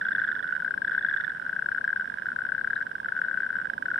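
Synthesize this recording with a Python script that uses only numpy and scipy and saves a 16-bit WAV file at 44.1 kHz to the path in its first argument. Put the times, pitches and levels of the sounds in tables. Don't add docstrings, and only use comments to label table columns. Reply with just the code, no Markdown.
import sys
import numpy as np
from scipy import signal
from scipy.fft import rfft, irfft
from scipy.io import wavfile

SR = 44100
rng = np.random.default_rng(int(sys.argv[2]) if len(sys.argv) > 2 else 0)


def unload_audio(sound):
    columns = np.transpose(np.atleast_2d(sound))
    steps = np.round(np.clip(columns, -1, 1) * 32767)
    wavfile.write(sys.argv[1], SR, steps.astype(np.int16))


N = 175959

# start_s, level_db
LEFT_CLICKS = [(0.0127, -17.5), (0.0526, -15.5), (0.085, -16), (0.1173, -14.5), (0.1493, -13.5),
               (0.1814, -13.5), (0.2161, -14.5), (0.248, -16.5), (0.2871, -16.5), (0.3007, -20.5),
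               (0.6003, -15), (0.6458, -16.0), (0.6773, -15.5), (0.7069, -15.5), (0.7392, -15.5),
               (0.7757, -16), (0.8175, -15), (0.8466, -14.0), (0.8779, -15.5), (0.9166, -14.5),
               (0.9479, -14), (0.9779, -11.5), (1.0087, -21.5), (1.0469, -10.5), (1.0848, -13.5),
               (1.1111, -15), (1.1408, -14.5), (1.1803, -19), (1.4627, -17.0), (1.4931, -15.5),
               (1.5279, -16.5), (1.5627, -15.5), (1.5905, -14.5), (1.6219, -14.5), (1.6587, -14),
               (1.6865, -14), (1.7161, -15), (1.7464, -15), (1.7803, -13.5), (1.8098, -18.5),
               (1.8408, -14.0), (1.8763, -13.5), (1.9021, -15.5), (1.9284, -12.5), (1.9598, -14.5),
               (1.9959, -16.5), (2.2562, -18), (2.2851, -16), (2.3168, -17.5), (2.3607, -14.5),
               (2.3876, -15.5), (2.4168, -17.5), (2.4502, -16.5), (2.4881, -17.5), (2.5194, -13.5),
               (2.548, -15.5), (2.579, -16), (2.6112, -16.5), (2.6441, -13.5), (2.6729, -14),
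               (2.7042, -14.5), (2.7313, -13.5), (2.7627, -15), (2.8041, -21.5), (2.8114, -16),
               (3.0578, -17), (3.1204, -14.5), (3.164, -16.5), (3.1886, -16.5), (3.2153, -12),
               (3.2459, -16.5), (3.2826, -15.5), (3.3116, -14.5), (3.3408, -15.5), (3.3734, -14.5),
               (3.4032, -15), (3.4316, -15.5), (3.4628, -16.5), (3.5026, -15.5), (3.5274, -20),
               (3.5536, -16), (3.5846, -16.5), (3.5986, -20), (3.8826, -17.5), (3.9135, -15),
               (3.9575, -15.0), (3.9837, -18)]
# time_s, pitch_hz
LEFT_PITCH = [(.2, 1544), (.7, 1530), (1.1, 1553), (1.65, 1519), (1.9, 1540), (2.3, 1486), (2.7, 1539),
              (3.15, 1500), (3.5, 1518), (3.9, 1474)]
# time_s, left_minus_right_db
LEFT_PAN = [(0, 4.5), (1.6, 7.5)]
# start_s, level_db
BEHIND_CLICKS = [(0.2946, -24), (0.4535, -24.0), (0.479, -25.5), (0.5068, -24.5), (0.5358, -23),
                 (0.594, -27), (0.6245, -24.0), (0.661, -20.5), (0.7164, -24.5), (1.1986, -18.5),
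                 (1.2195, -27), (1.3009, -19), (1.3592, -25), (1.7598, -23), (2.0193, -22.5),
                 (2.4053, -22.5), (2.4959, -24.5), (2.5897, -19.5), (2.757, -24.5), (2.787, -23),
                 (3.0874, -18), (3.1499, -24), (3.2384, -22), (3.2626, -26.5), (3.2938, -24), (3.3289, -24),
                 (3.3528, -27), (3.3813, -24.5), (3.442, -21.5), (3.539, -25.5), (3.6208, -23),
                 (3.8556, -18), (3.9355, -24)]
BEHIND_HZ = 1498.5
# start_s, level_db
RIGHT_CLICKS = [(0.0203, -20.5), (0.029, -24.5), (0.0646, -17.5), (0.0733, -25.5), (0.1063, -22.5),
                (0.1115, -18.5), (0.1525, -23.5), (0.1909, -16), (0.2364, -18), (0.2748, -18.5),
                (0.3146, -17), (0.3261, -20), (0.362, -18.5), (0.4026, -20.5), (0.4314, -23),
                (0.4416, -16.5), (0.4661, -23), (0.4888, -19), (0.5239, -13.5), (0.5508, -19.5),
                (0.5632, -15), (0.5758, -23.5), (0.8721, -22), (0.8944, -20), (0.9293, -19),
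                (0.9398, -23.5), (1.1261, -18), (1.1624, -15), (1.2035, -19), (1.237, -17.5),
                (1.2412, -19.5), (1.2671, -23.5), (1.2775, -16.5), (1.3178, -22), (1.3474, -23.5),
                (1.3689, -24.5), (1.3968, -20), (1.4224, -21.5), (1.4498, -24), (1.4765, -27.5),
                (1.5082, -31), (1.5404, -31.5), (1.7236, -20.0), (1.7748, -20.5), (1.8481, -19.5),
                (1.8903, -17), (1.9717, -20), (2.0085, -17), (2.0428, -22.5), (2.0548, -20.5),
                (2.0746, -21), (2.0986, -18.5), (2.1194, -23.5), (2.1393, -19.0), (2.1719, -23),
                (2.1841, -19.0), (2.1961, -25), (2.2201, -18.5), (2.231, -26.5), (2.2651, -17.5),
                (2.3014, -23.5), (2.3282, -24.0), (2.4358, -24.5), (2.4651, -22), (2.6992, -21),
                (2.7755, -19.5), (2.8238, -18.5), (2.866, -19), (2.9133, -20), (2.9521, -18.0),
                (3.0001, -19.5), (3.045, -19.5), (3.0846, -17), (3.1746, -19.5), (3.4202, -21.5),
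                (3.4503, -24.5), (3.4914, -23), (3.5656, -18), (3.6138, -18.5), (3.6451, -22.5),
                (3.6536, -16.5), (3.6697, -21.5), (3.6988, -13.5), (3.734, -17.5), (3.7783, -17),
                (3.8233, -16), (3.8585, -18), (3.9019, -18.5), (3.9422, -16), (3.9777, -16)]
# time_s, pitch_hz
RIGHT_PITCH = [(.9, 1490), (1.2, 1554), (1.45, 1490), (2.202, 1554), (2.451, 1520), (2.95, 1534),
               (3.45, 1530), (3.85, 1557)]
# start_s, level_db
SMALL_CLICKS = [(0.01, -21), (0.049, -19.5), (0.0825, -21.5), (0.1274, -20.5), (0.1593, -19.5),
                (0.1971, -21), (0.2411, -20.0), (0.2773, -20.5), (0.3166, -20), (0.3507, -21),
                (0.39, -21.5), (0.425, -20), (0.4733, -24.5), (0.8435, -25), (0.8753, -21), (0.9088, -22.5),
                (0.948, -25), (0.9899, -20.5), (1.0238, -21.0), (1.0615, -20), (1.0951, -18.5),
                (1.1356, -18.5), (1.1703, -18), (1.2078, -19), (1.2445, -18), (1.2952, -23)]
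SMALL_HZ = 1682.5

# pitch_multiple, level_db (relative to the main tone)
LEFT_OVERTONES = [(1.922, -33.5), (2.401, -38), (3.4, -49)]
RIGHT_OVERTONES = [(1.92, -28.5), (2.35, -33.5), (3.4, -38)]
SMALL_OVERTONES = [(0.909, -9.5), (1.999, -14)]
# frequency_hz, gain_db
THROAT = [(1050, -11.5), (1450, 0.5), (1900, -1), (2350, -5)]
# frequency_hz, gain_db
RASP_COLOUR = [(1000, -20), (3300, 7.5), (4400, -5.5), (5350, 0), (6500, -18), (9800, -8.5), (15000, -31.5)]
RASP_S = 0.0029
CHIRP, CHIRP_S = 0.053, 0.0054
PITCH_SCATTER = 0.01
RING_SHAPE = 1.8

FAR_HZ, FAR_CLICKS_PER_S, FAR_DB, LEVEL_SCATTER_DB = 1541, 32, -32.5, 3
# time_s, gain_db
FAR_LEVEL = [(.66, 6), (.8, -23.5), (.9, 6), (2.1, -2), (3.6, 2), (3.75, -16)]
CHIP_S, CHIP_HZ, CHIP_DB, CHIP_DECAY_S = 2.7545, 3570, -39.5, 0.0038

SCATTER_DB, SCATTER_S, FIELD_DB, FIELD_S = -14, 0.004, -20, 0.074
# frequency_hz, level_db_per_hz (before the rumble swells)
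NIGHT_MID = [(30, -101), (50, -83.5), (63, -88), (120, -80.5), (200, -76.5), (350, -88.5), (560, -86.5),
             (950, -90), (2600, -102), (3300, -99), (4400, -110), (5350, -104), (6500, -118), (7300, -117),
             (7700, -109), (8500, -113), (9000, -124), (9800, -106), (10700, -117), (15000, -126)]
# frequency_hz, level_db_per_hz (likewise)
NIGHT_SIDE = [(30, -112), (130, -93), (430, -91), (560, -83.5), (780, -88.5), (940, -72), (1200, -81.5),
              (2600, -101), (3600, -100), (4400, -111), (5400, -107), (6600, -120), (8300, -118),
              (9000, -126), (9800, -114), (13000, -129)]
# time_s, gain_db
RUMBLE_LEVEL = [(.2, 4), (0.349, 4.5), (.5, 3), (.8, 4.5), (1.2, 1.5), (3.549, 3), (3.85, 5)]
TOP_HZ = 15200


def left_toad():
    nearest = pitched(LEFT_CLICKS, LEFT_PITCH)
    behind = [(start, db, BEHIND_HZ) for start, db in BEHIND_CLICKS]
    return trill(nearest + behind, LEFT_OVERTONES, curve(LEFT_PAN),
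                 attack_s=0.0011, decay_s=0.0061, rasp_db=-47)


def right_toads(pan_db=-10.0):
    clicks = pitched(RIGHT_CLICKS, RIGHT_PITCH)
    return trill(clicks, RIGHT_OVERTONES, pan_db, attack_s=0.00093, decay_s=0.0062, rasp_db=-43.5)


def small_toad(pan_db=-12):
    clicks = [(start, db, SMALL_HZ) for start, db in SMALL_CLICKS]
    return trill(clicks, SMALL_OVERTONES, pan_db, attack_s=0.0014, decay_s=0.0062, rasp_db=-46.5)


def trill(clicks, overtones, pan_db, attack_s, decay_s, rasp_db):
    rings, ticks = np.zeros((2, N)), np.zeros((2, N))
    lag = np.array([[0], [1 / SR]])
    t = np.maximum(np.arange(900) / SR - lag, 0)
    snap = t / RASP_S * np.exp(1 - (t / RASP_S) ** 2)
    for (start, db, hz), luck in zip(clicks, rng.standard_normal((len(clicks), 8))):
        click_attack_s = attack_s * np.exp(0.16 * luck[-1])
        click_decay_s = decay_s * np.exp(0.12 * luck[0])
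        click_hz = hz * (1 + PITCH_SCATTER * luck[1])
        click_chirp = CHIRP * np.exp(0.2 * luck[-2])

        swell = (1 - np.exp(-(t / click_attack_s) ** 2)) ** 2
        ring = swell * np.exp(-(t / click_decay_s) ** RING_SHAPE)
        ring = ring / ring.max()
        sag = click_chirp * CHIRP_S * (1 - np.exp(-t / CHIRP_S))
        phase = 2 * np.pi * click_hz * (t + sag)
        upper = sum(undb(tone_db) * np.sin(multiple * phase + offset)
                    for (multiple, tone_db), offset in zip(overtones, luck[2:]))
        add(rings, start, undb(db) * ring * (np.sin(phase) + ring * upper))
        add(ticks, start, undb(db / 2) * snap)
    voice = colour(rings, THROAT)
    rasp = undb(rasp_db) * colour(ticks * rng.standard_normal(N), RASP_COLOUR)
    ears = undb(np.minimum(np.array([[1], [-1]]) * pan_db, 0))
    return ears * (voice + rasp)


def pitched(clicks, pitch):
    times, hz = np.array(pitch).T
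    return [(start, db, np.interp(start, times, hz)) for start, db in clicks]


def chip():
    return trill([(CHIP_S, CHIP_DB, CHIP_HZ)], [], 0,
                 attack_s=0.00072, decay_s=CHIP_DECAY_S, rasp_db=-51.5)


def far_toads(pan_db=6):
    out = 0
    for side in (1, -1):
        gap, size, turn = rng.uniform(-1, 1, (160, 3)).T
        times = np.cumsum(np.exp(gap / 2)) / FAR_CLICKS_PER_S
        levels = FAR_DB + LEVEL_SCATTER_DB * size
        pitches = FAR_HZ * (1 + 0.035 * turn)
        clicks = np.column_stack([times, levels, pitches])
        out = out + trill(clicks, [], side * pan_db, attack_s=0.00091, decay_s=0.0052, rasp_db=-43.5)
    return out * undb(curve(FAR_LEVEL))


def echoes(x, db, decay_s):
    t = np.arange(SR // 2) / SR
    onset = 1 - np.exp(-(t / 0.0005) ** 2)
    tail = rng.standard_normal((2, len(t))) * np.exp(-t / decay_s) * onset
    tail = tail / np.sqrt(np.sum(tail ** 2, axis=1, keepdims=True))
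    crossed = x + 0.21 * x[::-1]
    return undb(db) * signal.fftconvolve(crossed, tail, axes=1)[:, :N]


def night():
    mid, side = rng.standard_normal((2, N)) * np.sqrt(SR / 2)
    air = colour(mid, NIGHT_MID) + colour(side, NIGHT_SIDE) * np.array([[1], [-1]])
    rumble = colour(air, [(130, -27.0), (290, 4.0), (650, -2), (1100, -27)])
    swell = undb(curve(RUMBLE_LEVEL))
    return air + (swell - 1) * rumble


def undb(db):
    return 10 ** (np.asarray(db) / 20)


def curve(points):
    times, values = np.array(points).T
    return np.interp(np.arange(N) / SR, times, values)


def colour(x, points):
    hz, db = np.array(points).T
    f = np.maximum(np.fft.rfftfreq(N, 1 / SR), 1)
    gain = undb(np.interp(np.log(f), np.log(hz), db))
    return irfft(rfft(x) * gain, N)


def add(out, start, sound):
    i = max(int(start * SR), 0)
    if i < N:
        out[:, i:i + sound.shape[1]] += sound[:, :N - i]


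def scene():
    background = night()
    toads = left_toad() + right_toads() + small_toad() + chip() + far_toads()
    near_echoes = echoes(toads, SCATTER_DB, SCATTER_S)
    far_echoes = echoes(toads, FIELD_DB, FIELD_S)
    return toads + near_echoes + far_echoes + background


def record(dry):
    low_pass = signal.ellip(8, .2, 70, TOP_HZ, fs=SR, output="sos")
    return signal.sosfilt(low_pass, dry)


dry = scene()
out = record(dry)
unload_audio(out)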